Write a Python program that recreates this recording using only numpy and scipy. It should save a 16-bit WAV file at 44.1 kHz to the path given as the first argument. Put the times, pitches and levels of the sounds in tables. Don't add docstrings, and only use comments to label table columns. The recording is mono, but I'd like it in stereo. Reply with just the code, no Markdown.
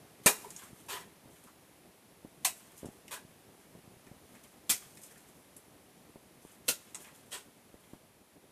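import sys
import numpy as np
from scipy import signal
from scipy.fft import rfft, irfft
from scipy.io import wavfile
from scipy.ndimage import uniform_filter1d

SR = 44100
rng = np.random.default_rng(int(sys.argv[2]) if len(sys.argv) > 2 else 0)


def dump(signal):
    limited = np.clip(np.atleast_2d(signal).T, -1, 1)
    pcm = np.round(limited * 32767).astype(np.int16)
    wavfile.write(sys.argv[1], SR, pcm)


N = 375291
SPAN = 32768
SIDES = np.array([[.5], [-.5]])

# start_s, level_db, spread_s, bass_db, body_db, treble_pan_db, bass_pan_db, thud_db
LOADS = [(0.26, -12.5, .003, -7.5, 11, 2.5, 3, -16.5), (2.4471, -19.5, 0.0041, -20, -2, 3, 9, -50),
         (4.6936, -19, 0.0064, 8, -6, 3, -2, -47), (6.6808, -20.5, 0.009, 3.5, -1.5, 5, -5, -44)]


def smacks():
    # pitch_hz, width_hz, gain_db
    air_pockets = [
        [(440.0, 105, 6), (930, 180, 0.5), (1853, 280, 3), (2430, 180, 9.5), (2780, 110, 11.5), (3850, 1200, 8)],
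        [(710, 230, 13), (1040, 300, 7), (2020, 1200, 4), (2660, 1330, 13.5), (4130, 980, 7.5), (8050, 1600, 3)],
        [(730, 30, 10), (1450, 310, 9.5), (1990, 570, 7.5), (2400, 480, 10), (3350, 1040, 13),
         (4740, 1500, 5.5)],
        [(525, 210, 12), (1410, 170, 14), (2090, 440, 6), (2690, 290, 11), (3550, 1440, 11), (4300, 3400, 4.5)],
    ]
    # frequency_hz, level_db
    slap_colour = [(70, -17.5), (180, -7.5), (350, -11.5), (700, -7.5), (1200, -9), (2200, -12.5),
                   (3500, -14), (4800, -8), (6500, -1), (8500, 2), (11000, -1.5), (14000, -3)]
    out, hz = np.zeros((2, N)), freqs(SPAN)
    for load, pockets in zip(LOADS, air_pockets):
        s, db, spread_s, bass_db, body_db, pan_db, bass_pan_db, thud_db = load
        tone_db = contour(slap_colour, hz) + weight(bass_db, body_db, hz) + humps(pockets, hz)
        tone_db = tone_db + SIDES * bass_pan_db * below(hz, 420)
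        add(out, s, amp(db) * splat(spread_s, tone_db, pan_db, grain_db=5.5, near_db=-1, crack_db=-6))
        thud = swing(nominal_hz=140, cycles=0.7, sag=0.057)
        add(out, s, amp([[thud_db], [thud_db - 16]]) * thud)
    return out


def splat(spread_s, tone_db, pan_db, grain_db, near_db=0, crack_db=-8):
    # pitch_hz, width_hz, gain_db
    wall_modes = [(415, 48, 5), (868, 38, 4), (1000, 33, 6), (1960, 19, 7.5), (2490, 33, 1.5),
                  (2506, 23, 5.5), (3520, 41, 1), (3840, 26, 8), (5540, 45, 8), (6490, 27, 6.5),
                  (9710, 37, 1)]
    t, hz = np.arange(SPAN) / SR, freqs(SPAN)
    flow = (t / spread_s) ** 0.61 * np.exp(-t / spread_s)
    burst = unit(grains(SPAN, grain_db)) * flow
    cracks = [int(.15 * spread_s * SR), int(.9 * spread_s * SR)]
    burst[cracks] += amp(crack_db) * np.sqrt(np.sum(burst ** 2) / 2)
    early = np.exp(-t / .035)
    near = signal.fftconvolve(burst[None], room(near_db) * early, axes=1)[:, :SPAN]
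    late_energy = signal.fftconvolve(flow ** 2, room_decay() ** 2 * (1 - early ** 2))[:SPAN]
    wash = np.sqrt(np.abs(late_energy)) * unit(grains((2, SPAN), 2.65))
    shade_db = SIDES * pan_db * (below(hz, 14000) - below(hz, 4300))
    sound = colour(near + wash, tone_db + shade_db + humps(wall_modes, hz))
    power = uniform_filter1d(np.mean(sound ** 2, axis=0), size=660)
    return sound / np.sqrt(power.max())


def weight(bass_db, body_db, hz):
    return bass_db * below(hz, 350) + body_db * below(hz, 2770)


def slops():
    # start_s, level_db, spread_s, bass_db, body_db, treble_pan_db
    falls = [
        [(0.884, -36.5, 0.01, 2, 4, 16.5), (0.900, -38, 0.018, -1, -4, 7), (0.922, -38.5, 0.025, 6, 0.5, 3),
         (0.960, -56, 0.0056, 6, 14, -3)],
        [(3.109, -37.5, 0.015, 15, -7, 11), (3.152, -48.5, 0.012, 3, 2, -2)],
        [(7.306, -47, 0.021, 6, -7, 15), (7.316, -37, 0.02, 18, 1, 7.5)],
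    ]
    # frequency_hz, level_db
    floor_colour = [(200, -29), (400, -3.5), (900, 2.5), (1800, -5.5), (3000, 4), (5000, -5), (8500, -2),
                    (14000, -6.5)]
    # pitch_hz, width_hz, gain_db
    hollow_notes = [
        [(400, 87, 12), (994, 150, 12), (1240, 120.0, 6.2), (1790, 370, 14)],
        [(613, 80, 10), (1000, 180, 9.5), (1640, 600, 20), (9520.0, 950.0, 3.5)],
        [(1480, 120, 13), (1850, 160.0, 12), (3200, 170.0, 1.5), (8400, 2200, 5.5)],
    ]
    out, hz = np.zeros((2, N)), freqs(SPAN)
    for fall, rings in zip(falls, hollow_notes):
        for s, db, spread_s, bass_db, body_db, pan_db in fall:
            tone_db = contour(floor_colour, hz) + weight(bass_db, body_db, hz) + humps(rings, hz)
            slop = splat(spread_s, tone_db, pan_db, grain_db=5, near_db=-0.5, crack_db=-29)
            add(out, s, amp(db) * slop)
    return out


def grit(hiss_lead_s=.03, hiss_db=-33):
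    # spray_db, crumbs_db, wet_over_sand_db
    debris = [(-56, -50, -7), (-53.5, -58.5, -5), (-51, -52, -10.5), (-58, -54, -2)]
    # start_s, length_s, sand_db, wet_db
    scrapes = [(1.298, 0.23, -59, -68), (3.54, 0.12, -63, -71), (4.253, 0.34, -58, -63),
               (6.412, .15, -53, -60), (7.802, 0.18, -60.5, -63)]
    # frequency_hz, level_db
    sand_colour = [(1500, -20.5), (4000, -15), (8000, -0.5), (11000, -2.5), (14000, -8.5)]
    # frequency_hz, level_db
    lump_colour = [(300, -14), (1000, -2), (1800, 0), (3000, -4), (5000, -13), (10000, -24)]
    sand, wet = np.zeros(N), np.zeros(N)
    for (s, db, *_), (spray_db, crumbs_db, wet_db) in zip(LOADS, debris):
        flow = amp(db + hiss_db) * swell(s - hiss_lead_s, 2 * hiss_lead_s)
        flow += amp(spray_db) * surge(s + .09, rise_s=.036, fade_db_per_s=39.5)
        flow += amp(crumbs_db) * surge(s + .25, rise_s=.09, fade_db_per_s=44)
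        sand += flow
        wet += amp(wet_db) * flow
    for s, length_s, sand_db, wet_db in scrapes:
        trowel_speed = swell(s, length_s)
        sand += amp(sand_db) * trowel_speed
        wet += amp(wet_db) * trowel_speed
    fine = patter(sand_colour, sand, pan_db=5.5, grain_db=5, cluster_db=4.5)
    lumps = patter(lump_colour, wet, pan_db=-1, grain_db=5, cluster_db=5.5)
    return amp(-6.5) * fine + amp(-5.5) * lumps


def patter(tone, flow, pan_db, grain_db, cluster_db):
    stream = unit(grains(N, grain_db) * amp(cluster_db * walk(70))) * flow
    tone_db = contour(tone, freqs(N))
    stream = colour(stream, tone_db) / np.sqrt(np.mean(amp(tone_db) ** 2))
    return signal.fftconvolve(stream[None], room(near_db=5), axes=1)[:, :N] * amp(SIDES * pan_db)


def surge(start_s, rise_s, fade_db_per_s):
    age = np.arange(N) / SR - start_s
    return np.clip(age / rise_s, 0, 1) * amp(-fade_db_per_s * np.maximum(age - rise_s, 0))


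def swell(start_s, length_s):
    part = np.clip((np.arange(N) / SR - start_s) / length_s, 0, 1)
    return np.sqrt(np.abs(np.sin(np.pi * part)))


def ticks():
    # start_s, level_db, spread_s, pitch_hz, resonance_db
    strikes = [(0.504, -43, .0023, 9600, 9), (0.563, -41, 0.0012, 7100, 24),
               (1.438, -55.5, 0.002, 11000, 21), (2.856, -50, 0.0026, 8500, 7),
               (4.971, -49.5, 0.0022, 8000, -1), (5.034, -50.5, .004, 8500, 17),
               (5.565, -47, .0027, 10400, 22), (6.946, -38, 0.00144, 7800, 11),
               (6.954, -39.5, .0008, 7700, 10)]
    out = np.zeros((2, N))
    for s, db, spread_s, ring_hz, ring_db in strikes:
        add(out, s, amp(db) * ping(spread_s, ring_hz, ring_db, pan_db=12, width=0.68))
    return out


def drops(ring_db_per_octave=-12.5):
    # start_s, level_db, spread_s, pitch_hz, treble_pan_db
    plops = [(0.444, -43.5, 0.0021, 910, -3), (0.452, -48.5, .01, 424, -6), (0.618, -53, .013, 1290, -10),
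             (0.999, -50, .01, 1770, 10), (1.468, -53.5, 0.0084, 1200, -14),
             (3.080, -47.5, 0.0019, 2500, 11), (4.066, -56, 0.0028, 1850, 8), (4.35, -55, .005, 1940, 2),
             (5.111, -56, 0.00215, 1900, 15), (5.158, -56.5, .002, 1720, 0), (6.95, -53.5, .004, 1080, -2),
             (7.045, -51, 0.003, 1980, 3), (7.07, -55, .012, 1780, 6)]
    out = np.zeros((2, N))
    for s, db, spread_s, ring_hz, pan_db in plops:
        ring_db = 24.5 + ring_db_per_octave * np.log2(ring_hz / 1100)
        add(out, s, amp(db) * ping(spread_s, ring_hz, ring_db, pan_db, width=0.77))
    return out


def ping(spread_s, ring_hz, ring_db, pan_db, width):
    # frequency_hz, level_db
    impact_colour = [(100, -7), (700, 0.5), (2500, 4), (4500, -2.5), (8000, 3.5), (14000, -4.5)]
    hz = freqs(SPAN)
    tone_db = contour(impact_colour, hz) + humps([(ring_hz, width * ring_hz, ring_db)], hz)
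    return splat(spread_s, tone_db, pan_db, grain_db=1, near_db=6)


def bumps(left_db=-24, faint_count=45, rattle_db=-15, rattle_s=0.018):
    # start_s, level_db, nominal_pitch_hz
    knocks = [(0.73, -38, 159), (1.257, -39, 210), (2.248, -31, 252), (2.831, -29.5, 268),
              (2.846, -26, 340), (2.857, -31.5, 170), (2.866, -35, 268), (2.887, -32.5, 250),
              (3.249, -41, 159), (3.751, -36, 188), (3.876, -39.5, 153), (4.071, -39.5, 260),
              (4.114, -37, 159), (6.158, -34.5, 314), (6.45, -36.5, 282), (7.742, -34.5, 336),
              (7.934, -30.5, 252)]
    out = np.zeros(N)
    for s, db, hz in knocks:
        rattle = unit(irfft(rfft(rng.standard_normal(SPAN)) * below(freqs(SPAN), 850)))
        rattle *= amp(rattle_db) * np.exp(-np.arange(SPAN) / SR / rattle_s)
        add(out, s, amp(db) * (swing(hz, cycles=0.74, sag=0.61) + rattle))
    for when, size, pitch in rng.random((faint_count, 3)):
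        faint = swing(110 + 300 * pitch, cycles=0.44, sag=0.79)
        add(out, when * N / SR, amp(-55.5 + 9.4 * size) * faint)
    return out * amp([[left_db], [0]])


def swing(nominal_hz, cycles, sag):
    turns = nominal_hz * np.arange(SPAN) / SR
    phase = 2 * np.pi * np.log1p(2 * sag * turns) / sag * 0.81
    wave = np.sin(phase) * turns * np.exp(-2.4 * turns / cycles)
    return wave / np.abs(wave).max()


def room(near_db, direct_db=-5, right_lag_samples=12):
    response = unit(grains((2, SPAN), 1.92)) * room_decay()
    response[0, 0] = amp(direct_db + near_db)
    response[1, right_lag_samples] = amp(direct_db + near_db - 10.5)
    return response


def room_decay(room_t60_s=0.14, tail_t60_s=0.94, tail_db=-31):
    t = np.arange(SPAN) / SR
    decay = amp(-60 * t / room_t60_s) + amp(tail_db - 60 * t / tail_t60_s)
    return unit(decay) / np.sqrt(SPAN)


def site_noise(flutter_db=4, shared=0.37):
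    # frequency_hz, level_db
    site_colour = [(18, -55), (30, -26), (70, -8), (186, -2.5), (354, -4.5), (413, -5), (458, -7),
                   (674, -7.5), (1460, -15.5), (1610, -15), (2140, -15), (4750, -20.5), (7170, -21),
                   (10300, -18.5), (14000, -22)]
    # frequency_hz, pan_db
    balance = [(60, -7), (250, -6.5), (700, -4.5), (2000, -4), (6000, -2.5), (13000, -2.5)]
    # time_s, level_db
    drift = [(0, -55), (2, -57), (4.3, -56), (7.9, -57.5), (8.2, -59)]
    hz = freqs(N)
    whistle_db = humps([(10300, 310, 4.4)], hz)
    tone_db = contour(site_colour, hz) + whistle_db + SIDES * contour(balance, hz)
    hiss = rng.standard_normal((2, N))
    rumble = unit(hiss + shared * rng.standard_normal(N))
    rumble *= amp(flutter_db * np.array([walk(49), walk(45)]))
    low = below(hz, 640)
    noise = irfft(rfft(rumble) * low + rfft(hiss) * (1 - low), N)
    level_db = np.interp(np.arange(N) / SR, *np.transpose(drift))
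    return unit(colour(noise, tone_db)) * amp(level_db)


def grains(shape, spread_db):
    return rng.standard_normal(shape) * amp(spread_db * np.minimum(rng.exponential(size=shape), 2 * np.pi))


def walk(rate_hz):
    hold = int(SR / rate_hz)
    return uniform_filter1d(np.repeat(rng.standard_normal(N // hold + 1), hold), hold)[:N]


def colour(x, db):
    size = x.shape[-1]
    cepstrum = irfft(np.log(amp(db)), size)
    fold = 1 + np.sign(size / 2 - np.arange(size))
    fold[0] = 1
    return irfft(rfft(x) * np.exp(rfft(cepstrum * fold)), size)


def contour(points, hz):
    f, db = np.transpose(points)
    return np.interp(np.log(hz), np.log(f), db)


def humps(rings, hz):
    return sum(db / (1 + (2 * (hz - f) / width) ** 2) for f, width, db in rings)


def below(hz, edge_hz):
    return 1 / (1 + (hz / edge_hz) ** 4)


def freqs(size):
    return np.maximum(np.fft.rfftfreq(size, 1 / SR), 1)


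def amp(db):
    return 10 ** (np.asarray(db) / 20)


def unit(x):
    return x / np.sqrt(np.mean(x ** 2))


def add(out, start_s, x):
    start = int(start_s * SR)
    out[..., start:start + x.shape[-1]] += x[..., :N - start]


def scene():
    return smacks() + slops() + ticks() + drops() + grit() + bumps() + site_noise()


def record(dry):
    top_hz = 14350
    return signal.sosfilt(signal.ellip(10, .2, 75, top_hz, fs=SR, output="sos"), dry)


dry = scene()
out = record(dry)
dump(out)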